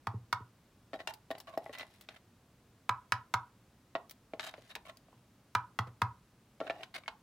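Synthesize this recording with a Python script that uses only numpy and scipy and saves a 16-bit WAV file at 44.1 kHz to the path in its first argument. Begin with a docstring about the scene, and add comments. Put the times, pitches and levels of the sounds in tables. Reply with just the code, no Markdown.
"""Painting knife on board and tub

A painting knife knocks on a wooden board to shake off paint, then digs in a plastic tub for more, three
times over. The blows ring the board, thump the table under it and overload the microphone. In the tub the
knife bumps the wall, clicks and scrapes through sticky paint. A small, quiet studio answers."""
import sys
import numpy as np
from scipy import signal
from scipy.fft import rfft, irfft, next_fast_len
from scipy.io import wavfile

SR = 44100
rng = np.random.default_rng(int(sys.argv[2]) if len(sys.argv) > 2 else 0)


def generate_wav(sig):
    """Save sig (samples, or channels by samples) to the path in sys.argv[1] as 16-bit PCM at SR."""
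    pcm = np.round(np.clip(np.atleast_2d(sig).T, -1, 1) * 32767).astype(np.int16)
    wavfile.write(sys.argv[1], SR, pcm)


N = 318402
RING_TIME = np.arange(SR // 14) / SR  # time axis of one short ring [s]

# blows on the board: (time [s], level [dB], pitch [ratio], brightness [dB], place [0-1], thump [dB])
KNOCKS = [(0.07, -31, 0.85, -6.5, 0.9, -45), (0.3273, -25.5, 1, 3, 0.31, -54),
          (2.8925, -22.5, 1.013, -11.5, 0.48, -49), (3.1212, -25, 1, 9, 0.23, -49.5),
          (3.3394, -22.5, 0.995, -4.5, 0.35, -48.5), (5.5507, -22, 1.02, -6, 0.12, -47.5),
          (5.7891, -29, 0.88, 5, 0.49, -43), (6.0176, -23.5, 0.99, -5.5, 0, -41)]
# soft low thuds and bumps after the blows: (time [s], thud [dB], bump [dB])
AFTER_THUDS = [(0.139, -45, -68), (0.403, -56.5, -64), (5.871, -56.5, -51.5)]
# spectrum of a hard contact: (frequency [Hz], level [dB])
CLICK_SPECTRUM = [(150, -39.5), (550, -39), (900, -11), (1400, 5.5), (1950, -0.5), (2900, -3.5),
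                  (3700, -10.5), (4600, -8.5), (5400, -11), (7000, -19.5), (16000, -25)]
# spectrum of sticky paint parting: (frequency [Hz], level [dB])
CRACKLE_SPECTRUM = [(60, -44.5), (400, -7.5), (1500, -10), (4000, -5), (6500, -11.5), (9000, -11),
                    (13000, -9), (16000, -9.5)]


def board(place_depth_db=0.5, detune=0.016):
    """Blows crack and ring the board, favouring modes that swing where they land; soft bumps follow."""
    # modes of the wood: (frequency [Hz], level [dB], t60 [s])
    modes = [(760, -11, 0.06), (978, 5.5, 0.043), (1120, 1.5, 0.042), (1265, 7, 0.028), (1440, 6.5, 0.026),
             (1620, 5, 0.022), (1800, -6, 0.018), (2240, -2.5, 0.03), (2720, -14, 0.016), (3780, -9, 0.02),
             (5000, -16, 0.013)]
    # spectrum of a soft bump after a blow: (frequency [Hz], level [dB])
    bump_spectrum = [(60, -20), (220, -2), (480, 2), (680, -7), (1000, -1), (2000, -10), (4000, -22),
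                     (16000, -38)]
    out = np.zeros((2, N))
    for start, db, pitch, bright_db, place, _ in KNOCKS:
        shape_db = place_depth_db * np.cos(2 * np.pi * place * (np.arange(len(modes)) - 1))
        tuning = pitch * (1 + detune * rng.standard_normal(len(modes)))
        wood = ring(modes, tuning, bright_db, shape_db, spread=0.38)
        crack = amp(bright_db / 2 - 7) * burst(CLICK_SPECTRUM, t60=0.023)
        add(out, start, amp(db) * (wood + crack))
    for start, _, bump_db in AFTER_THUDS:
        add(out, start, amp(bump_db) * burst(bump_spectrum, t60=0.078))
    return out * amp([[-.5], [.5]])  # a touch to the right


def table_thumps(detune=0.01, rise_s=0.0022):
    """The heavy table top swings up under each blow, never quite alike; a soft low thud follows some."""
    # modes of the table top: (frequency [Hz], level [dB], t60 [s])
    modes = [(74, -7, 0.09), (104, 3, 0.13), (120, 0, 0.2), (180, -2, 0.07), (245, -4, .04), (330, -7, .04),
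             (450, -6, 0.04)]
    out = np.zeros((2, N))
    t = np.arange(SR // 4) / SR
    attack = 1 - np.exp(-t / rise_s)
    thumps = [(row[0], row[-1]) for row in KNOCKS] + [row[:2] for row in AFTER_THUDS]
    for start, db in thumps:
        tuning = 1 + detune * rng.standard_normal(len(modes))
        add(out, start, amp(db) * ring(modes, tuning, t=t) * attack)
    return out


def tub_bumps(rebound_s=0.0073):
    """The knife bumps the tub and the springy blade strikes again; paint muffles the soft contacts."""
    # (time [s], level [dB], hardness: click over wall [dB], rebound over first hit [dB],
    # thud pitch [ratio], blade note [Hz], note over click [dB], treble cutoff [Hz])
    bumps = [(0.9324, -41, -11.5, 0.5, 0.88, 1850, 4.5, 3800),
             (1.0023, -49.5, -2.5, -23, 0.97, 1970, 6, 3180), (1.0736, -40, 4.5, -22, 1.33, 2780, 1, 6740),
             (1.3048, -37, -15.5, -10, 0.89, 1910, -11, 3520), (1.3125, -41, -6, -32, 0.89, 1850, 1, 4000),
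             (1.351, -51.5, -3, -28, 1.07, 2000, -7, 4030), (1.379, -57, -3, -24, 1.2, 2010, 1, 2200),
             (1.5745, -33, -16, -32, 0.95, 1920, 3, 1670), (1.6613, -47.5, -10, -18, 1.15, 2000, 7, 2150),
             (1.6945, -44.5, -19, -26, 0.8, 1920, 8, 2190), (1.796, -48.5, 8, -16, 0.89, 2030, -3, 3500),
             (1.8099, -49.5, 4, -14, 0.78, 2000, -9, 4060), (1.8305, -52.5, -2, -21, 1.12, 2000, -11, 3000),
             (2.0881, -51, 8, -24, 1.12, 2000, -10, 5060),
             (3.9521, -33.5, -4.5, -7.5, 0.96, 1887, -1, 2300),
             (4.3353, -37.5, -13, -22, 0.87, 2080, -3, 2600), (4.3956, -41, 12, -33, 1.2, 3740, -4, 4600),
             (4.5391, -50, 1.5, -31, 1.03, 1740, -21, 3100), (4.58, -52.5, -12, -14, 0.78, 1930, -4, 2500),
             (4.7528, -47, 27, -19, 0.77, 3660, -7, 6760), (4.7617, -48, -0.5, -18, 1.4, 1760, -7, 3000),
             (4.897, -54, 7, -18, 1.35, 1100, -8, 3820), (5.084, -64, -5, -22, 0.98, 1750, -10, 1200),
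             (5.1285, -61.5, -3, -17, 1.36, 1750, -13, 1200), (6.603, -41.5, -7, -12, 0.94, 1770, -9, 3330),
             (6.612, -35, -16, -10, 0.858, 1840, -9, 2000), (6.669, -48, 9, -0.5, 0.93, 1850, -12, 2300),
             (6.698, -36, -3, -3, 1.02, 1754, -1.5, 2620), (6.8323, -47.5, 14, -19, 0.85, 1890, -4, 5250),
             (7.036, -64, 25, -24, 0.69, 2270, 4, 3000), (7.06, -65, 22, -19, 1.0, 2170, 7, 3000),
             (7.0795, -40, 9.5, -34, 1.07, 2150, -3.5, 3840)]
    out = np.zeros((2, N))
    for start, db, hardness_db, rebound_db, thud_pitch, note_hz, note_db, cutoff_hz in bumps:
        wall_db, click_db = wall_and_click_db(db, hardness_db)
        for delay, strength in (0, 1), (rebound_s, amp(rebound_db)):
            wall, click = tub_contact(bright_db=7 + 0.47 * hardness_db, noise_db=-2, pitch=thud_pitch)
            sticky_snap = amp(4.5) * burst(CRACKLE_SPECTRUM, t60=0.042)
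            blade = click + sticky_snap + amp(note_db) * blade_note(note_hz)
            bump = amp(wall_db) * wall + amp(click_db) * blade
            add(out, start + delay, strength * cushioned(bump, cutoff_hz))
    return out


def tub_contact(bright_db, noise_db, pitch=1):
    """One contact sets off two layers: a dull thud with the wall's hollow ring, and a click of the rim."""
    # the damped, paint-laden wall under the blade: (frequency [Hz], level [dB], t60 [s])
    thud_modes = [(340, -5, 0.02), (540, -1, 0.019), (720, 1, 0.024)]
    # the hollow plastic wall: (frequency [Hz], level [dB], t60 [s])
    wall_modes = [(230, -9, 0.04), (360, -7, 0.05), (490, -1, 0.06), (628, 6, 0.075), (765, 2, 0.045),
                  (885, -5, .04), (1088, -7, .05), (1345, -8, .05), (1858, -8, .05)]
    # the rim: (frequency [Hz], level [dB], t60 [s])
    rim_modes = [(823, 2, 0.032), (1100, 5, 0.019), (1240, 8.5, 0.0018), (1780, 3.5, 0.011),
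                 (2270, 6.5, 0.012), (2780, 0, 0.015), (2968, 0, 0.021), (3830, -2, 0.017)]
    thud = amp(1.5) * ring(thud_modes, pitch)
    hollow = amp(-6.5) * scattered(wall_modes, scatter_db=4, detune=0.012, spread=0.05)
    rim = amp(2.5) * scattered(rim_modes, scatter_db=5.5, detune=0.043, spread=1, bright_db=bright_db)
    tick = amp(noise_db + 0.23 * bright_db) * burst(CLICK_SPECTRUM, t60=0.032)
    return thud + hollow, rim + tick


def wall_and_click_db(db, hardness_db):
    """Splits a level in two: a soft contact booms the wall, a hard one clicks the rim."""
    wall_db = db - 10 * np.log10(1 + 10 ** (hardness_db / 10))
    return wall_db, wall_db + hardness_db


def blade_note(hz, overtone_db=-16, t60=0.042):
    """The blade rings briefly at a pitch set by where it is gripped; paint damps its top end."""
    modes = [(hz, 0, t60), (hz * 2.07, overtone_db, t60)]
    steel = scattered(modes, scatter_db=-3.5, detune=0.0081, spread=0.7)
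    return unit_attack(cushioned(steel, cutoff_hz=5000))


def tub_strokes():
    """Firm scrapes swell as the hand presses harder; softer, steadier stirs wade through the paint."""
    # (start [s], length [s], level [dB], hardness: click over wall [dB], blade note [Hz],
    # note over click [dB], overtone [dB], crackle over click [dB])
    scrapes = [(0.942, 0.02, -43, -12, 1850, -2, -6, -14), (0.99, 0.032, -50, -1, 1850, 1, -12, -16),
               (1.084, 0.029, -48, 3, 880, 1, -12, -6), (1.468, 0.035, -50, -3, 1080, 0, -14, -14),
               (1.5, 0.055, -55, -5, 1080, -1, -14, -12), (1.724, 0.034, -47.5, 11, 2000, -3, -14, -12),
               (1.757, 0.075, -49.5, 6, 2020, -1, -14, -11), (2.099, 0.077, -58.5, 7, 2100, -10, -14, -14),
               (4.4, 0.098, -44, 11, 3750, -9, -14, -8), (4.69, 0.036, -54, 13, 1800, 1, -2, -9),
               (4.85, 0.055, -52.5, 3, 1080, -1, -12, -10), (6.936, 0.034, -41.5, 6, 2200, -7, -10, -8),
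               (6.975, 0.017, -49, 4, 2200, -6, -10, -9), (6.62, 0.075, -48, -13, 1850, -5, -12, -10),
               (6.712, 0.12, -51.5, -9, 1850, -5, -12, -10)]
    # (start [s], length [s], level [dB])
    stirs = [(1.566, 0.49, -68), (4.503, 0.21, -66), (5.053, 0.15, -78.5)]
    out = np.zeros((2, N))
    for start, *stroke in scrapes:
        add(out, start, scrape(*stroke, swell_db=5.5))
    for start, length, db in stirs:
        add(out, start, scrape(length, db, hardness_db=11, note_hz=2000, note_db=-17,
                               overtone_db=-16, crackle_db=-2, swell_db=1.5))
    return out * amp([[.4], [-.4]])  # a touch to the left


def scrape(length, db, hardness_db, note_hz, note_db, overtone_db, crackle_db, swell_db):
    """The blade sticks and slips at several points, exciting wall, rim and steel; the paint crackles."""
    attack_s, release_s, lump_s = 0.0007, 0.0053, 0.0064
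    slips_per_s, points = 450, 5
    t = np.arange(0, length, 1 / SR)
    chance, size, place = rng.random((3, SR))[:, :len(t)]
    lumps_db = rng.standard_normal(size=200)  # lumps in the paint vary the grip
    grip_db = swell_db * t / length + np.interp(t / lump_s, np.arange(len(lumps_db)), lumps_db)
    pressure = np.clip(np.minimum(t / attack_s, (length - t) / release_s), 0, 1) * amp(grip_db)
    slips = (chance < slips_per_s / SR) * amp(-2 * np.log(size + 0.028))
    drag = unit(slips * pressure)
    wall_db, click_db = wall_and_click_db(db, hardness_db)
    levels = wall_db, click_db, click_db + note_db
    out = amp(click_db + crackle_db) * paint_crackle(pressure)
    for point in range(points):
        layers = *tub_contact(bright_db=14, noise_db=-1), blade_note(note_hz, overtone_db)
        body = sum(amp(level) * layer / np.linalg.norm(layer[0]) for level, layer in zip(levels, layers))
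        slips_here = drag * (np.floor(place * points) == point)
        out += signal.fftconvolve(slips_here[None], body, axes=1)
    return amp(-3.5) * out


def paint_crackle(pressure, threads_per_s=260):
    """Threads of paint part one by one under a scrape, most of them small."""
    chance, size = rng.random((2, SR))[:, :len(pressure)]
    breaks = (chance < threads_per_s / SR) * amp(-5 * np.log(size + 0.03))
    pop = cushioned(burst(CRACKLE_SPECTRUM, t60=0.012), cutoff_hz=11000)
    return signal.fftconvolve(unit(breaks * pressure)[None], pop / np.linalg.norm(pop[0]), axes=1)


def paint_snaps():
    """Single threads let go, each at another point of the blade: a dry tick and a thin steel ping."""
    # (time [s], level [dB], steel pitch [ratio], ping trim [dB])
    snaps = [(1.0732, -56, 0.65, -8), (1.138, -55, 0.88, -2), (1.31, -56.5, 1.01, -4),
             (1.383, -60, 0.88, 0), (1.402, -54, 1.0, -0.5), (1.577, -59.5, 0.99, 9), (1.786, -56, 1.06, 1),
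             (2.011, -58, 0.66, -9), (4.096, -58, 1.1, 2), (4.11, -53.5, 1.1, -2), (4.7536, -57.5, 1.0, 2),
             (4.9712, -67.5, 0.91, 7.5)]
    # modes of the thin steel: (frequency [Hz], level [dB], t60 [s])
    modes = [(2900, -5, .008), (4200, -2, .008), (5300, 5, .014), (7200, -4, .005), (10800, -6, .004),
             (14500, 1, .01)]
    out = np.zeros((2, N))
    for start, db, pitch, ping_db in snaps:
        ping = ring(modes, pitch, shape_db=-3 * rng.standard_normal(len(modes)), spread=1)
        tick = amp(4) * burst(CRACKLE_SPECTRUM, t60=0.045)
        add(out, start, amp(db) * (tick + amp(ping_db) * ping))
    return out


def studio(x, wet_db, echoes=(), build_s=0.0013):
    """Direct sound, any early echoes and a short diffuse tail."""
    # colour of the tail: (frequency [Hz], level [dB])
    tail_spectrum = [(30, -6), (100, 4), (300, 0), (550, 3), (1100, 3.5), (1900, -2.5), (2800, -3),
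                     (4200, -1), (12000, -5)]
    # decay of the room: (frequency [Hz], t60 [s])
    decay_times = [(100, 0.32), (300, 0.22), (700, 0.23), (1080, 0.28), (1600, 0.22), (2500, 0.2),
                   (6000, 0.15), (15000, 0.12)]
    hz, t, bands = signal.stft(diffuse(SR // 2, tail_spectrum), SR, nperseg=256)
    decay = amp(-60 * t / curve_at(decay_times, hz)[:, None])
    tail = signal.istft(bands * decay, SR, nperseg=256)[1]
    tail *= 1 - np.exp(-(np.arange(tail.shape[1]) / SR / build_s) ** 2)
    response = amp(wet_db) * tail / np.linalg.norm(tail[0])
    response[:, 0] += 1
    for delay, db in echoes:
        response[:, round(delay * SR)] += amp(db)
    return signal.oaconvolve(x, response, axes=1)[:, :N]


def room_tone():
    """The studio's steady, bass-heavy hush."""
    # (frequency [Hz], level [dB])
    spectrum = [(20, -19), (50, -6.5), (80, -7), (117, 0), (150, -7), (190, -5), (260, -7.5), (400, -14),
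                (700, -18), (1100, -19.5), (2000, -24.5), (5000, -29), (10000, -33), (16000, -35.5)]
    return diffuse(next_fast_len(N, True), spectrum)[:, :N]


def ring(modes, pitch=1, bright_db=0, shape_db=0, spread=0, t=RING_TIME):
    """Damped modes, weighted by the point of contact; brightness lifts the highest against the lowest."""
    hz, db, t60 = np.transpose(modes)
    phase, side = rng.standard_normal((2, len(hz)))
    tilt_db = bright_db * np.log(hz / hz[0]) / np.log(hz[-1] / hz[0])
    polarity = (-1) ** np.arange(len(hz))  # neighbouring modes start in opposite directions
    gain = polarity * amp(db + shape_db + tilt_db)
    waves = np.exp((2j * np.pi * hz * pitch - np.log(1000) / t60)[:, None] * t)
    width = spread * hz / hz[-1] * (side + 1j * phase)  # high modes differ between the channels
    vibration = ((gain * np.array([1 + width, 1 - width])) @ waves).imag
    # a small body radiates little below its lowest mode
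    low_cut = signal.butter(2, 0.74 * hz[0], "highpass", fs=SR, output="sos")
    return unit_attack(signal.sosfilt(low_cut, vibration))


def scattered(modes, scatter_db, detune, spread, bright_db=0):
    """A ring from a chance point of contact, under a changing load of paint."""
    weight, shift = rng.standard_normal((2, len(modes)))
    return ring(modes, 1 + detune * shift, bright_db, scatter_db * weight, spread)


def burst(spectrum, t60):
    """Decaying noise stands for crowded, heavily damped modes, different at every contact."""
    return unit_attack(diffuse(len(RING_TIME), spectrum) * amp(-60 * RING_TIME / t60))


def cushioned(x, cutoff_hz):
    """Paint cushions a contact and rolls off its treble."""
    return signal.sosfilt(signal.butter(2, cutoff_hz, fs=SR, output="sos"), x)


def diffuse(size, spectrum):
    """Coloured stereo noise, mono in the bass and wide in the treble."""
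    # likeness of left and right in diffuse sound: (frequency [Hz], coherence [0-1])
    coherence = [(300, 1), (1000, 0.95), (2500, 0.74), (6000, 0.5), (15000, 0.05)]
    hz = np.fft.rfftfreq(size, 1 / SR)
    left, other = rfft(rng.standard_normal((2, size)))
    alike = curve_at(coherence, hz)
    right = alike * left + np.sqrt(1 - alike ** 2) * other
    return unit(irfft(np.array([left, right]) * amp(curve_at(spectrum, hz)), size))


def amp(db):
    """Decibels to gain."""
    return 10 ** (np.asarray(db) / 20)


def unit(x):
    """Scales to rms 1."""
    return x / np.sqrt(np.mean(x ** 2) + 1e-20)


def unit_attack(x):
    """Scales so that the first 8 ms have rms 1."""
    return x / np.sqrt(np.mean(x[..., :SR // 125] ** 2) + 1e-20)


def curve_at(points, hz):
    """Reads a table along a log-frequency axis."""
    point_hz, value = np.transpose(points)
    return np.interp(np.log(hz + 1), np.log(point_hz + 1), value)


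def add(mix, start, sound):
    """Mixes a stereo sound in at start [s]."""
    part = mix[:, round(start * SR):][:, :sound.shape[-1]]
    part += sound[..., :part.shape[1]]


def scene():
    """Board, table and tub in the studio, over its steady hush."""
    # early echoes off the table and things around the board: (delay [s], level [dB])
    echoes = [(.0031, -18), (.0064, -16.5), (.0098, -29), (0.0174, -22.5)]
    hush = amp(-65.5) * room_tone()
    knocking = studio(board(), wet_db=-14.5, echoes=echoes)
    thumping = studio(table_thumps(), wet_db=-13)
    tapping = (tub_bumps() + paint_snaps()) * amp([[.4], [-.4]])  # a touch to the left
    scooping = studio(tapping + tub_strokes(), wet_db=-15)
    return knocking + thumping + scooping + hush


def record(dry, ceiling_db=-19, lag_samples=0.16, low_cut_hz=20, top_hz=16300):
    """Two close microphone ports, the left earlier and brighter; low cut, hard clipping, band limit."""
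    # the left port hears more treble: (frequency [Hz], left minus right [dB])
    balance = [(2500, -.4), (8000, 2.2)]
    size = next_fast_len(N, True)
    hz = np.fft.rfftfreq(size, 1 / SR)
    lean_db = curve_at(balance, hz) / 2
    lag = np.exp(-2j * np.pi * hz * lag_samples / SR)
    ports = np.array([amp(lean_db), amp(-lean_db) * lag])
    low_cut = hz / (hz - 1j * low_cut_hz)
    heard = irfft(rfft(dry, size) * ports * low_cut, size)[:, :N]
    clipped = np.clip(heard, -amp(ceiling_db), amp(ceiling_db))
    band_limit = signal.firwin(511, top_hz, window=("kaiser", 9), fs=SR)
    return signal.oaconvolve(clipped, band_limit[None], "same")


dry = scene()
out = record(dry)
generate_wav(out)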